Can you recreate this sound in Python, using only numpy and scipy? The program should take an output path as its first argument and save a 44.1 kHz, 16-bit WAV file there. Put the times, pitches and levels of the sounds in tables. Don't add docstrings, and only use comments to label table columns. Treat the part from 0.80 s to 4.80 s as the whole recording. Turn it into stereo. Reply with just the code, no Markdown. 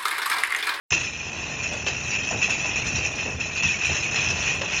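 import sys
import numpy as np
from scipy import signal
from scipy.fft import rfft, irfft, next_fast_len
from scipy.io import wavfile
from scipy.ndimage import uniform_filter1d

SR = 44100
rng = np.random.default_rng(int(sys.argv[2]) if len(sys.argv) > 2 else 0)


def to_wav(s):
    ch = np.atleast_2d(s).T
    pcm = np.round(np.clip(ch, -1, 1) * 32767)
    wavfile.write(sys.argv[1], SR, pcm.astype(np.int16))


N = 176400
START_S = 0.11

# time_s, level_db
SHAKE = [(.107, -9.5), (.15, -22.5), (.22, -22), (.3, -29.5), (.7, -28), (.92, -26), (1.05, -30.5),
         (1.11, -26), (1.21, -28), (1.3, -22.5), (1.6, -24), (2.0, -24), (2.26, -25), (2.33, -28.5),
         (2.42, -25), (2.51, -28), (2.58, -35), (2.65, -25.5), (2.72, -28.5), (2.85, -20), (2.98, -25.5),
         (3.12, -19.5), (3.28, -25), (3.42, -19.5), (3.55, -24), (3.68, -18.5), (3.77, -28), (3.91, -23.5),
         (4, -17)]
# start_s, level_db
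CLASHES = [(0.106, -16), (0.124, -25.5), (0.148, -17), (0.833, -21.5), (1.064, -17.5), (1.131, -23),
           (1.334, -22.5), (1.615, -14), (1.697, -16), (1.844, -18.5), (1.958, -18), (2.061, -19.5),
           (2.15, -19), (2.243, -17), (2.38, -21), (2.599, -21), (2.759, -20), (2.827, -16), (3.036, -17.5),
           (3.344, -16.5), (3.487, -19.5)]
# pitch_hz, level_db, t60_s
LINK_MODES = [(1889, -11, 0.061), (2530, 3, 0.13), (2672, 1.5, 0.099), (2990, -13, 0.042), (5318, -9, 0.1),
              (5954, -5.5, 0.077), (6510, -12, 0.11), (6908, -13, 0.12)]
# start_s, level_db, pitch_hz (unused)
HARD_CRACKS = [(.124, -9.5, 2600), (.689, -25, 2530), (1.064, -13.5, 2590), (1.081, -14.5, 2600),
               (1.351, -22, 2610), (1.525, -20.5, 2620), (1.632, -9, 2610), (1.697, -15, 2600),
               (1.845, -13, 2520), (2.063, -13, 2670), (2.157, -15.5, 2690), (2.833, -15, 2600),
               (3.018, -14, 2680), (3.151, -16, 2540), (3.386, -12, 2530), (3.815, -11, 2590),
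               (3.929, -13, 2520)]
# frequency_hz, level_db
CRACK_COLOUR = [(300, -16), (1000, 1.5), (1900, 4), (2200, 2.5), (2800, 17), (3500, 0), (4300, -2.5),
                (4900, -8), (5300, -6.5), (7100, -10), (7700, -6.5), (9000, -38), (11500, -46)]
# time_s, gain_db
BITE = [(1.1, -8), (1.65, -12.5), (2.6, -10), (3.45, -7)]
# pitch_hz, level_db, t60_s
FREE_MODES = [(1948, -11, 0.12), (2615, 9, 0.11), (2796, -2, 0.1), (5900, -7, 0.07)]
# pitch_hz, level_db, t60_s
GLANCE_MODES = [(3270, -1.5, 0.12), (3828, -9, 0.15), (4333, -6, 0.12)]
# pitch_hz, level_db, t60_s
EDGE_MODES = [(8600, -2.5, 0.096), (11060, -11, .12)]
# time_s, level_db
DRAG = [(.2, 1.5), (.33, -3.5), (.6, 2), (1.2, 0), (1.55, 2.5), (2.2, 3), (3.0, -0.5), (3.55, 5), (4, 0)]
# start_s, level_db, pitch_hz
THUDS = [(0.112, -29.5, 101.4), (0.75, -40.5, 123), (1.105, -32, 131), (1.271, -35, 129),
         (1.532, -33.5, 105), (2.025, -32.5, 120), (2.131, -28, 138), (2.433, -30, 118),
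         (2.535, -34, 112.5), (2.83, -28.5, 146.4), (3.085, -30.5, 140.6), (3.478, -32, 115)]
# frequency_hz, level_db
DECK_COLOUR = [(35, -41), (52, -11), (80, 2.5), (125, -0.5), (200, -4), (300, -11.5), (900, -48)]
# pitch_hz, level_db, t60_s
BEAM_MODES = [(86, -9, 0.18), (140, 4, 0.2)]
# start_s, level_db, pitch_hz
KNOCKS = [(0.117, -31.5, 399), (0.913, -28, 582), (1.062, -28.5, 406), (1.508, -23.5, 640),
          (1.683, -30, 665), (1.849, -28.5, 625), (2.18, -31, 401), (2.456, -28.5, 487),
          (3.095, -26.5, 528), (3.342, -31.5, 554), (3.812, -26, 556)]
# frequency_hz, level_db
PLANK_COLOUR = [(60, -44), (200, -4), (350, 7), (700, 5), (1100, 2), (1800, -2), (3000, -1), (6000, -83.5)]
# pitch_hz, level_db, t60_s
BOARD_MODES = [(366.5, -6, 0.055), (578.3, 0, 0.072), (657.7, -5.5, 0.11), (739.5, -5, 0.11),
               (921, -7.5, 0.11)]
# frequency_hz, likeness_0_to_1
MIC_LIKENESS = [(200, 0.93), (650, 0.26), (1100, 0.45), (1850, 0.94), (2600, 0.45), (4600, 0.074),
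                (5800, 0.99)]
# frequency_hz, left_minus_right_db
MIC_BALANCE = [(220, 2.2), (500, 7), (1200, 4), (1900, 2), (4400, -.5)]
# frequency_hz, left_lead_rad
MIC_PHASE = [(450, 0), (900, -1.1), (2200, .3), (2800, 2.7), (3700, 6.2), (4200, 6.5), (5550, 12.5),
             (7350, 13.1), (7600, 15.7)]


def amp(db):
    return 10 ** (np.asarray(db) / 20)


def along(points, hz):
    point_hz, values = np.transpose(points)
    return np.interp(np.log(hz + 1), np.log(point_hz + 1), values)


def curve(rows):
    return np.interp(np.arange(N) / SR, *np.transpose(rows))


def filtered(x, response):
    length = x.shape[-1]
    padded = next_fast_len(length + 8192)
    hz = np.fft.rfftfreq(padded, 1 / SR)
    return irfft(rfft(x, padded) * response(hz), padded)[..., :length]


def effort(steady_db, bursts, burst_db, attack_s, hold_s, fall_s):
    t = np.arange(N) / SR
    power = amp(steady_db) ** 2
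    age = t[:SR // 3]
    shape = np.minimum(age / attack_s, 1) * np.exp(-np.maximum(age - attack_s - hold_s, 0) / fall_s)
    for start_s, level_db, *_ in bursts:
        span = power[round(start_s * SR):][:len(age)]
        span += (amp(level_db + burst_db) * shape[:len(span)]) ** 2
    return np.sqrt(power) * (t > START_S)


def contacts(per_s, spread_db, even_s):
    hits = (rng.random(N) < per_s / SR) * amp(spread_db * rng.standard_normal(N))
    window = max(int(even_s * SR), 1)
    power = uniform_filter1d(uniform_filter1d(hits ** 2, window), window)
    return hits / np.sqrt(np.abs(power) + 1e-9)


def blows(rows):
    force = np.zeros(N)
    for start_s, level_db, *_ in rows:
        force[round(start_s * SR)] = amp(level_db)
    return force


def struck(force, make_response, bodies):
    target = rng.integers(bodies, size=N)
    out = np.zeros((2, N))
    for body in range(bodies):
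        response = make_response()
        response /= np.sqrt(np.sum(response ** 2) / 2)
        hits = force * (target == body)
        out += signal.oaconvolve(hits[None], response, axes=1)[:, :N]
    return out


def ringing(modes, scatter, uneven_db):
    t = np.arange(SR // 5) / SR
    hz, db, t60 = np.transpose(modes)[:, :, None]
    detune, level = rng.standard_normal((2, len(modes), 1))
    phase = rng.uniform(0, 2 * np.pi, (2, len(modes), 1))
    rise = 1 - np.exp(-(t * hz / 0.85) ** 2)
    decay = np.exp(-np.log(1000) * t / t60)
    tones = np.sin(2 * np.pi * hz * (1 + scatter * detune) * t + phase)
    return np.sum(amp(db + uneven_db * level) * rise * decay * tones, axis=1)


def puff(colour, t60_s):
    t = np.arange(SR // 6) / SR
    noise = filtered(rng.standard_normal((2, len(t))), lambda hz: amp(along(colour, hz)))
    rise = 1 - np.exp(-t / (0.035 * t60_s))
    return noise * rise * np.exp(-np.log(1000) * t / t60_s)


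def tuned_strikes(rows, modes, decay_scale, uneven_db):
    out = np.zeros((2, N))
    main_hz = max(modes, key=lambda mode: mode[1])[0]
    for start_s, level_db, pitch_hz in rows:
        tuned = np.array(modes) * [pitch_hz / main_hz, 1, decay_scale]
        ring = ringing(tuned, 0, uneven_db)
        span = out[:, round(start_s * SR):][:, :ring.shape[1]]
        span += amp(level_db) * ring[:, :span.shape[1]] / np.abs(ring).max()
    return out


def links():
    strength = effort(curve(SHAKE), CLASHES, burst_db=-1.5, attack_s=0.0012, hold_s=0.012, fall_s=0.02)
    force = contacts(per_s=260, spread_db=1.5, even_s=0.0074) * strength + amp(21) * blows(CLASHES)
    ring = struck(force, lambda: ringing(LINK_MODES, scatter=0.02387, uneven_db=3.5), bodies=72)
    crack_force = force + amp(21.5) * blows(HARD_CRACKS)
    crack = struck(crack_force, lambda: puff(CRACK_COLOUR, t60_s=0.042), bodies=24)
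    swings = contacts(per_s=61, spread_db=4, even_s=0.11) * strength
    free = struck(swings, lambda: ringing(FREE_MODES, scatter=0.0402, uneven_db=5), bodies=36)
    glances = contacts(per_s=90, spread_db=3, even_s=0.15) * strength
    clink = struck(glances, lambda: ringing(GLANCE_MODES, scatter=0.07, uneven_db=4), bodies=40)
    edges = contacts(per_s=30, spread_db=6, even_s=0.99) * strength
    chink = struck(edges, lambda: ringing(EDGE_MODES, scatter=0.06, uneven_db=8.5), bodies=12)
    rattle = amp(-2) * ring + amp(curve(BITE)) * crack
    return rattle + amp(-9) * free + amp(-16) * clink + amp(-21) * chink


def deck():
    weight = effort(curve(DRAG) - 40, THUDS, burst_db=-2.5, attack_s=0.009, hold_s=0.0079, fall_s=0.034)
    force = contacts(per_s=200, spread_db=4, even_s=0.025) * weight
    boom = struck(force, lambda: puff(DECK_COLOUR, t60_s=0.15), bodies=20)
    thud = tuned_strikes(THUDS, BEAM_MODES, decay_scale=0.74, uneven_db=2.5)
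    return boom + amp(1.5) * thud


def planks():
    slaps = effort(curve(DRAG) - 39.5, KNOCKS, burst_db=-7, attack_s=0.0024, hold_s=0.028, fall_s=0.029)
    force = contacts(per_s=400, spread_db=3, even_s=0.028) * slaps
    scrape = struck(force, lambda: puff(PLANK_COLOUR, t60_s=0.05), bodies=18)
    patter = struck(force, lambda: ringing(BOARD_MODES, scatter=0.1407, uneven_db=4), bodies=32)
    clunk = tuned_strikes(KNOCKS, BOARD_MODES, decay_scale=1, uneven_db=0.5)
    return amp(-2) * scrape + amp(-8) * patter + amp(3) * clunk


def hull_echo(x, delay_s, t60_s):
    t = np.arange(SR // 2) / SR
    tail = rng.standard_normal((2, len(t))) * np.exp(-np.log(1000) * t / t60_s) * (t > delay_s)
    return signal.fftconvolve(x, tail / np.linalg.norm(tail[0]), axes=1)[:, :N]


def microphone(pair):
    def blend(hz):
        angle = np.arccos(np.clip(along(MIC_LIKENESS, hz), 0, 1)) / 2
        return np.array([np.cos(angle), np.sin(angle)])

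    def level_and_phase(hz):
        side = np.array([[0.5], [-0.5]])
        return amp(side * along(MIC_BALANCE, hz)) * np.exp(1j * side * along(MIC_PHASE, hz))

    shared, apart = filtered(pair, blend)
    return filtered(np.array([shared + apart, shared - apart]), level_and_phase)


def scene():
    chain = links() + planks() + deck()
    return microphone(chain + amp(-13.5) * hull_echo(chain, delay_s=0.022, t60_s=0.43))


def record(dry):
    return filtered(dry, lambda hz: hz < 11600)


dry = scene()
out = record(dry)
to_wav(out)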